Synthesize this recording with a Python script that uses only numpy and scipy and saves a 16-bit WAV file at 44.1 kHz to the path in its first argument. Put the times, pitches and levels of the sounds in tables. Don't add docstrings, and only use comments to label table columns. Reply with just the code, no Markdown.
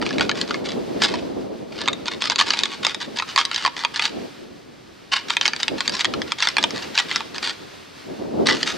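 import sys
import numpy as np
from scipy import signal
from scipy.fft import rfft, irfft
from scipy.io import wavfile
from scipy.ndimage import uniform_filter1d, minimum_filter1d

SR = 44100
rng = np.random.default_rng(int(sys.argv[2]) if len(sys.argv) > 2 else 0)


def pcm_store(signal):
    levels = np.round(np.clip(np.atleast_2d(signal), -1, 1) * 32767)
    wavfile.write(sys.argv[1], SR, levels.astype(np.int16).T)


N = 387064


def from_db(db):
    return 10 ** (np.asarray(db) / 20)


def rms_one(x):
    return x / np.sqrt(np.mean(x ** 2) + 1e-20)


def in_time(rows):
    return np.interp(np.arange(N) / SR, *np.transpose(rows))


def at_hz(points, hz):
    points_hz, values = np.transpose(points)
    return np.interp(np.log(hz + 1e-3), np.log(points_hz), values)


def band(x, edges_hz, kind="band", order=2):
    edges_hz = np.clip(edges_hz, 10, .48 * SR)
    sos = signal.butter(order, edges_hz, kind, fs=SR, output="sos")
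    return signal.sosfilt(sos, x + 1e-18)


def drift(knots_per_s):
    knots = rng.standard_normal(2000)
    return rms_one(np.interp(np.arange(N) / SR * knots_per_s, np.arange(len(knots)), knots))


def colour(x, spectrum):
    gain = from_db(at_hz(spectrum, np.fft.rfftfreq(N, 1 / SR)))
    return rms_one(irfft(rfft(x) * gain, N))


def add(out, start_s, sound):
    i = int(np.clip(start_s * SR, 0, N - 1))
    out[i:i + len(sound)] += sound[:N - i]


# [s, before extra damping]
ANTLER_MODES = [(850, -15.5, 0.045), (968, -2.5, 0.059), (1167, -1.5, 0.044), (1360, 2, 0.034),
                (1720, -2, 0.035), (1935, 1, 0.026), (2235, -3, 0.033), (2510, 2.5, 0.018),
                (2904, 0, 0.019), (3190, -1.5, 0.033), (3574, -1, 0.022), (3928, -0.5, 0.02),
                (4520, -1, 0.02), (5020, 5.5, 0.013), (5992, 7, 0.011), (6540, -1, 0.023),
                (7680, -2.5, 0.0081), (8300, -2.5, 0.01)]
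REGISTER_EDGES = [620, 1500, 3000, 5500, 15500]


def clack(ring_hz, shares_db, spread_db, ring_db, grip, damping, crack_db, crack_s, rise_s):
    t = np.arange(int(.07 * SR)) / SR
    pitch_hz, mode_db, t60_s = np.transpose(ANTLER_MODES)
    strength, detune, sign = rng.standard_normal((3, len(pitch_hz)))

    struck = np.arange(len(pitch_hz)) == np.argmin(abs(pitch_hz - ring_hz))
    pitch_hz = np.where(struck, ring_hz, pitch_hz * (1 + grip * detune))
    gains = from_db(mode_db + np.where(struck, ring_db, spread_db * strength)) * np.sign(sign)
    decay = from_db(-60 * t * damping / t60_s[:, None])
    modes = gains[:, None] * np.sin(2 * np.pi * pitch_hz[:, None] * t) * decay

    crack = from_db(crack_db) * rng.standard_normal(len(t)) * np.exp(-t / crack_s)
    attack = 1 - np.exp(-t / rise_s)
    out = 0
    for low, high, share_db in zip(REGISTER_EDGES, REGISTER_EDGES[1:], shares_db):
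        in_register = (pitch_hz >= low) & (pitch_hz < high)
        part = modes[in_register].sum(axis=0) + band(crack, 4560, "low")
        part = band(part * attack, [low, high])
        out = out + from_db(share_db) * rms_one(part)
    out = band(out, 6620, "low")
    return out / np.sqrt(np.mean(out[t < .006] ** 2))


def knock(ring_hz, beam_db, tip_db, fork_db, fork_follows, fork_ring_db):
    fork_struck = REGISTER_EDGES[1] <= ring_hz < REGISTER_EDGES[2]
    middle_db = fork_db + fork_follows * beam_db + fork_ring_db * fork_struck
    return clack(ring_hz, [beam_db, middle_db, 0, tip_db], spread_db=5, ring_db=10, grip=.06,
                 damping=1.5, crack_db=10.0, crack_s=0.0029, rise_s=0.00014)


KNOCK_DB, CONTACT_S = -11, .0007
BEAM_COUPLING_DB = 11
TIP_DB, TIP_DB_PER_OCTAVE = -7.5, 2
# [dB, before the beam coupling]
CLACK_TIMES = [(0.015, -14.5, 1860, -13), (0.024, -11.5, 1290, -6.5), (0.063, -10.5, 2480, -15.5),
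               (0.106, -14, 1690, -13), (0.182, -9.5, 2180, -20), (0.195, -11, 1890, -16),
               (0.208, -1, 1480, -11), (0.217, -12.5, 1300, -6), (0.293, -4, 1400, -15),
               (0.313, -9, 1690, -22), (0.413, -6, 4200, -36), (0.507, -8, 1380, -7),
               (0.542, -11, 2160, -13), (1.138, -11.5, 980, -6), (1.815, -13, 3720, -20),
               (1.876, -5, 3220, -10), (1.883, -2, 1230, -13.5), (1.93, -11.5, 3700, -25),
               (2.081, -8.5, 1410, -15), (2.22, -6, 3370, -20), (2.255, -10, 4700, -22),
               (2.298, -3, 4720, -20), (2.319, -8.5, 970, -12), (2.358, -6.5, 4490, -24),
               (2.386, -7.5, 3780, -17), (2.399, -3.5, 3630, -16), (2.41, 0, 1156, -10),
               (2.488, -15, 3860, -24), (2.504, -1, 4550, -22.5), (2.535, -6, 2360, -16.5),
               (2.589, -5.5, 3580, -32), (2.634, -1.5, 3384, -30), (2.655, -9.5, 3440, -23),
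               (2.848, -3, 3650, -18.5), (2.866, -2, 4930, -18), (2.945, -11, 3700, -19),
               (3.186, -11, 3770, -26), (3.198, -7.5, 2570, -11), (3.222, -10, 1060, -8),
               (3.36, 2, 4560, -16.5), (3.376, 4, 1092, -9), (3.389, -3, 1184, -9),
               (3.411, -8.5, 1210, -13), (3.451, -6.5, 3880, -35), (3.513, -9.5, 1360, -13),
               (3.544, -9.5, 3610, -29), (3.56, -7.5, 4730, -27), (3.578, -13.5, 988, -19),
               (3.649, -2.5, 1106, -7), (3.661, -2.5, 1006, -10), (3.676, -7, 966, -2),
               (3.836, -12, 930, -9), (3.848, -2, 981, -14.5), (3.959, -9.5, 4120, -22),
               (3.994, -4.5, 2445, -15), (4.053, -5, 4520, -22.5), (5.303, -4, 3190, -14.5),
               (5.367, -1.5, 2510, -18), (5.411, -2.5, 3130, -23), (5.454, -1, 2200, -24),
               (5.461, -6.5, 5470, -19), (5.478, -1, 4650, -22), (5.533, -8, 2330, -16.5),
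               (5.562, -13.5, 4630, -26), (5.63, -4.5, 3700, -30), (5.68, -4.5, 2800, -22),
               (5.805, -5.5, 4770, -17.5), (5.877, -3, 4680, -31), (5.894, -10, 4730, -25),
               (5.951, -11.5, 4070, -28), (6.007, -6.5, 3800, -23), (6.045, -3, 3255, -18),
               (6.052, -4, 1940, -25), (6.137, -10, 1350, -12), (6.217, -11, 1926, -23),
               (6.319, -5, 3285, -16.5), (6.403, -10.5, 4520, -19), (6.423, 1.5, 2690, -21),
               (6.471, -2, 1430, -16), (6.486, -6, 5290, -24), (6.567, -2, 2400, -16),
               (6.582, -2, 2300, -13), (6.627, -9, 4870, -21), (6.638, 0, 3106, -18),
               (6.706, -15.5, 5400, -21), (6.951, -17, 3680, -23), (6.976, -0.5, 2420, -23),
               (6.986, -5, 3210, -22), (7.112, -8.5, 2023, -22), (7.159, -2, 5330, -21),
               (7.205, -12.5, 903, -8.5), (7.381, -13.5, 4870, -18), (7.494, -13, 3250, -23),
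               (8.469, -0.5, 3780, -25), (8.487, -4, 1730, -14), (8.508, -7.5, 1890, -16),
               (8.629, -4, 1800, -37)]


def knocks(rebound_db):
    out = np.zeros(N)
    rebounds = rng.random((len(CLACK_TIMES), 2))
    for (start_s, level_db, pitch_hz, beam_share_db), (gap, strength) in zip(CLACK_TIMES, rebounds):
        tip_db = TIP_DB + TIP_DB_PER_OCTAVE * np.log2(pitch_hz / REGISTER_EDGES[2])
        sound = knock(pitch_hz, BEAM_COUPLING_DB + beam_share_db, tip_db,
                      fork_db=-1.74, fork_follows=0.36, fork_ring_db=5.5)
        sound = from_db(level_db + KNOCK_DB) * sound
        contact_s = start_s + CONTACT_S
        add(out, contact_s, sound)
        add(out, contact_s + 0.0022 + .004 * gap, from_db(rebound_db) * strength * sound)
    return out


def slips(per_s, size_db, clump_db):
    chance = rng.random(N)
    size = np.minimum(rng.exponential(1, N), 3)
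    sign = rng.choice([-1, 1], N)
    clumps = np.tanh(drift(220))
    return (chance < per_s / SR) * sign * from_db(size_db * size + clump_db * clumps)


STROKE_ATTACK_S, STROKE_SAG_DB = 0.0029, 3
# [dB per Hz, relative]
RASP_SPECTRUM = [(1300, 1.5), (2300, 0), (3500, 3.5), (4800, 3.5), (6000, -3.5), (8500, -68), (11000, -60),
                 (15500, -36)]
# [dB, relative]
GRIND_STROKES = [(.01, .15, -35), (0.205, 0.049, -30), (0.346, 0.087, -33.5), (0.473, 0.088, -35),
                 (0.639, 0.09, -32.5), (1, 0.021, -26.5), (1.018, 0.035, -16.5), (1.071, 0.12, -34.5),
                 (1.72, 0.066, -41), (1.776, 0.12, -32), (2.055, 0.028, -29.5), (2.11, 0.019, -28),
                 (2.205, 0.067, -23.5), (2.302, 0.023, -27), (2.381, 0.032, -17), (2.46, 0.15, -27),
                 (2.626, 0.12, -31.5), (2.827, 0.084, -28.5), (3.001, 0.033, -27.5), (3.157, 0.036, -28),
                 (3.275, .05, -30.5), (3.375, 0.026, -18), (3.511, 0.16, -30.5), (3.764, 0.072, -30),
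                 (3.937, 0.063, -27.5), (4.013, 0.052, -22.5), (5.115, 0.06, -18.5), (5.282, 0.054, -27.5),
                 (5.417, 0.079, -31), (5.591, .035, -28.5), (5.774, 0.053, -33), (5.847, 0.013, -29),
                 (5.918, 0.052, -26.5), (5.986, 0.035, -24.5), (6.273, .05, -36.5), (6.378, 0.043, -30.5),
                 (6.424, 0.016, -14.5), (6.475, 0.051, -34), (6.587, .05, -34), (6.74, .045, -29),
                 (6.819, 0.024, -31.5), (6.944, 0.031, -25.5), (6.98, 0.028, -20), (7.083, 0.11, -29),
                 (7.343, 0.026, -32.5), (7.422, 0.078, -23.5), (8.457, 0.062, -18), (8.544, 0.087, -30),
                 (8.657, 0.054, -23)]


def grinding(level_db, beam_db, ring_db, spread_db, release_s):
    friction = slips(per_s=3000, size_db=5.0, clump_db=5.0)
    rasp = band(colour(friction, RASP_SPECTRUM), 1470, "high", order=3)
    pitch_hz, mode_db, t60_s = np.transpose(ANTLER_MODES)
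    beam = pitch_hz < REGISTER_EDGES[1]
    keep = from_db(-60 / (t60_s * SR))
    out = np.zeros(N)
    for start_s, length_s, stroke_db in GRIND_STROKES:
        i, length_s = int(max(start_s, 0) * SR), max(length_s, .005)
        span = slice(i, i + int((length_s + 6 * release_s) * SR))
        t = np.arange(len(rasp[span])) / SR

        strength, detune = rng.standard_normal((2, len(pitch_hz)))
        turn = 2 * np.pi * pitch_hz * (1 + 0.038 * detune) / SR
        gains = from_db(mode_db + spread_db * strength + at_hz(RASP_SPECTRUM, pitch_hz))
        rings = np.array([
            signal.lfilter([g, 0, -g], [1, -2 * r * np.cos(w), r * r], friction[span] + 1e-18)
            for g, r, w in zip(gains, keep, turn)])

        tines = rms_one(band(rings[~beam].sum(axis=0), 8100, "low", order=4))
        beam_ring = rms_one(band(rings[beam].sum(axis=0), [720, 1600]))
        sound = rms_one(rms_one(rasp[span]) + from_db(ring_db) * tines)
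        sound = sound + from_db(beam_db) * beam_ring

        pressure = from_db(stroke_db + level_db - STROKE_SAG_DB * np.minimum(t / length_s, 1))
        attack = 1 - np.exp(-t / STROKE_ATTACK_S)
        release = np.exp(-np.maximum(t - length_s, 0) / release_s)
        add(out, start_s, sound * pressure * attack * release)
    return out


TICKS_PER_S, TICK_DB, TICK_SPREAD_DB = 22, 1.5, 2.5


def ticks():
    out = np.zeros(N)
    for start_s, length_s, level_db in GRIND_STROKES:
        for when, place, size in rng.random((round(TICKS_PER_S * length_s), 3)):
            sound = knock(1500 * 4.3 ** place, beam_db=-8, tip_db=-7.5,
                          fork_db=-3, fork_follows=0.24, fork_ring_db=0)
            tick_db = level_db + TICK_DB + TICK_SPREAD_DB * (2 * size - 1.5)
            add(out, start_s + when * length_s, from_db(tick_db) * sound)
    return out


def woods(x, near_db, near_t60, far_db, far_t60):
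    t = np.arange(int(1.5 * SR)) / SR
    out = 0
    for db, t60_s in ((near_db, near_t60), (far_db, far_t60)):
        mid, side = rng.standard_normal((2, len(t)))
        echoes = mid + 0.68 * side * np.array([[1], [-1]])
        echoes = echoes * from_db(-60 * t / t60_s) * (t > .003)
        echoes = band(echoes / np.sqrt(np.sum(echoes ** 2) / 2), 4700, "low")
        out = out + from_db(db) * signal.fftconvolve(x[None], echoes, axes=1)[:, :N]
    return out


# pitch_hz [Hz], likeness [-1 to 1]
PORT_LIKENESS = [(40, 0.56), (110, 0.94), (200, -0.078), (400, -0.39), (750, -0.31), (1300, 0.27),
                 (2400, 0.66), (4500, 0.95), (8100, -0.37), (14000, 0.88)]


def air(spectrum):
    alike = np.clip(at_hz(PORT_LIKENESS, np.fft.rfftfreq(N, 1 / SR)), -1, 1)
    mid, side = rfft(rng.standard_normal((2, N)))
    stereo = np.sqrt(1 + alike) * mid + np.sqrt(1 - alike) * side * [[1], [-1]]
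    return colour(irfft(stereo, N), spectrum)


# [dB, before flutter]
BREEZE_LEVEL = [(0, -25.5), (.17, -24.5), (.42, -29), (.85, -28.5), (1.3, -27), (1.7, -34), (2.8, -37.5),
                (3.6, -43.5), (4.5, -42), (5.05, -53), (5.3, -42), (6.9, -39.5), (7.45, -38.5),
                (8.02, -52.5), (8.1, -34), (8.5, -22), (8.62, -33), (8.78, -27.5)]
# [dB, before flutter]
WIND_PUFFS = [(0.185, 0.068, -27), (0.745, 0.16, -30.5), (1.928, .12, -29), (4.2, .18, -32),
              (5.747, 0.079, -24), (5.91, 0.094, -31), (6.164, 0.26, -27.5), (6.677, 0.31, -32),
              (8.387, .12, -21.5)]


def gusts():
    t = np.arange(N) / SR
    power = from_db(in_time(BREEZE_LEVEL)) ** 2
    for middle_s, length_s, level_db in WIND_PUFFS:
        power = power + from_db(level_db) ** 2 * np.exp(-(np.pi * (t - middle_s) / length_s) ** 2)
    return 10 * np.log10(power)


# [dB per Hz, relative]
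BUFFET_SPECTRUM = [(25, -33), (60, -14), (120, -9), (220, 4), (380, 4.5), (600, -1.5), (900, -12),
                   (1500, -28), (3000, -60)]


def wind(flutter_db, brighten):
    gust_db = gusts() + flutter_db * drift(35)
    rumble = air(BUFFET_SPECTRUM)
    low = band(rumble, 680, "low", order=1)
    bright_gain = from_db(brighten * (gust_db - gust_db.mean()))
    return from_db(gust_db) * (low + (rumble - low) * bright_gain)


# [dB, before a random wander]
STIR_LEVEL = [(0, -44), (1.2, -43.5), (1.65, -50), (3, -44), (4.2, -44.5), (4.8, -53), (5.1, -48.5),
              (5.4, -41.5), (7, -39), (7.7, -43), (8.4, -46), (8.78, -35)]
# [dB per Hz, relative]
HISS_SPECTRUM = [(30, -9.5), (90, 5), (300, 8), (800, -3), (2000, -8.5), (4800, -11.5), (7000, -20.5),
                 (9000, -22), (11000, -37), (13500, -29.5), (16000, -54)]


def stirring():
    level_db = in_time(STIR_LEVEL) + 1.8 * drift(12)
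    return from_db(level_db) * rms_one(band(air(HISS_SPECTRUM), 900, "high"))


def hiss():
    return from_db(-47.5) * air(HISS_SPECTRUM)


def scene():
    antlers = knocks(rebound_db=-8.5) + ticks()
    antlers = antlers + grinding(level_db=-0.3, beam_db=-7.5, ring_db=-2.5, spread_db=6, release_s=0.019)
    side = from_db(-15) * band(antlers, [400, 1000]) + from_db(-10.5) * band(antlers, [7500, 10000])
    side = signal.hilbert(side).imag * [[1], [-1]]
    space = woods(antlers, near_db=-10.5, near_t60=0.07, far_db=-18, far_t60=0.99)
    background = hiss() + stirring()
    return antlers + side + space + wind(flutter_db=2.5, brighten=0.073) + background


LIMIT_DB, LIMIT_RELEASE_DB_PER_S = -0.5, 160
LIMIT_AHEAD_S = .001


def limiter(x):
    recovered_db = LIMIT_RELEASE_DB_PER_S * np.arange(N) / SR
    over_db = np.maximum(20 * np.log10(abs(x).max(axis=0) + 1e-9) - LIMIT_DB, 0)
    cut_db = np.maximum.accumulate(over_db + recovered_db) - recovered_db
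    width = 2 * int(LIMIT_AHEAD_S * SR) + 1
    return x * from_db(uniform_filter1d(minimum_filter1d(-cut_db, width), width))


CUTOFF_HZ = 15700


def record(dry):
    held = limiter(dry)
    rounded = held / (1 + (abs(held) / .9) ** 8) ** (1 / 8)
    steep_cut = signal.ellip(10, .2, 80, CUTOFF_HZ, fs=SR, output="sos")
    return signal.sosfilt(steep_cut, rounded)


dry = scene()
out = record(dry)
pcm_store(out)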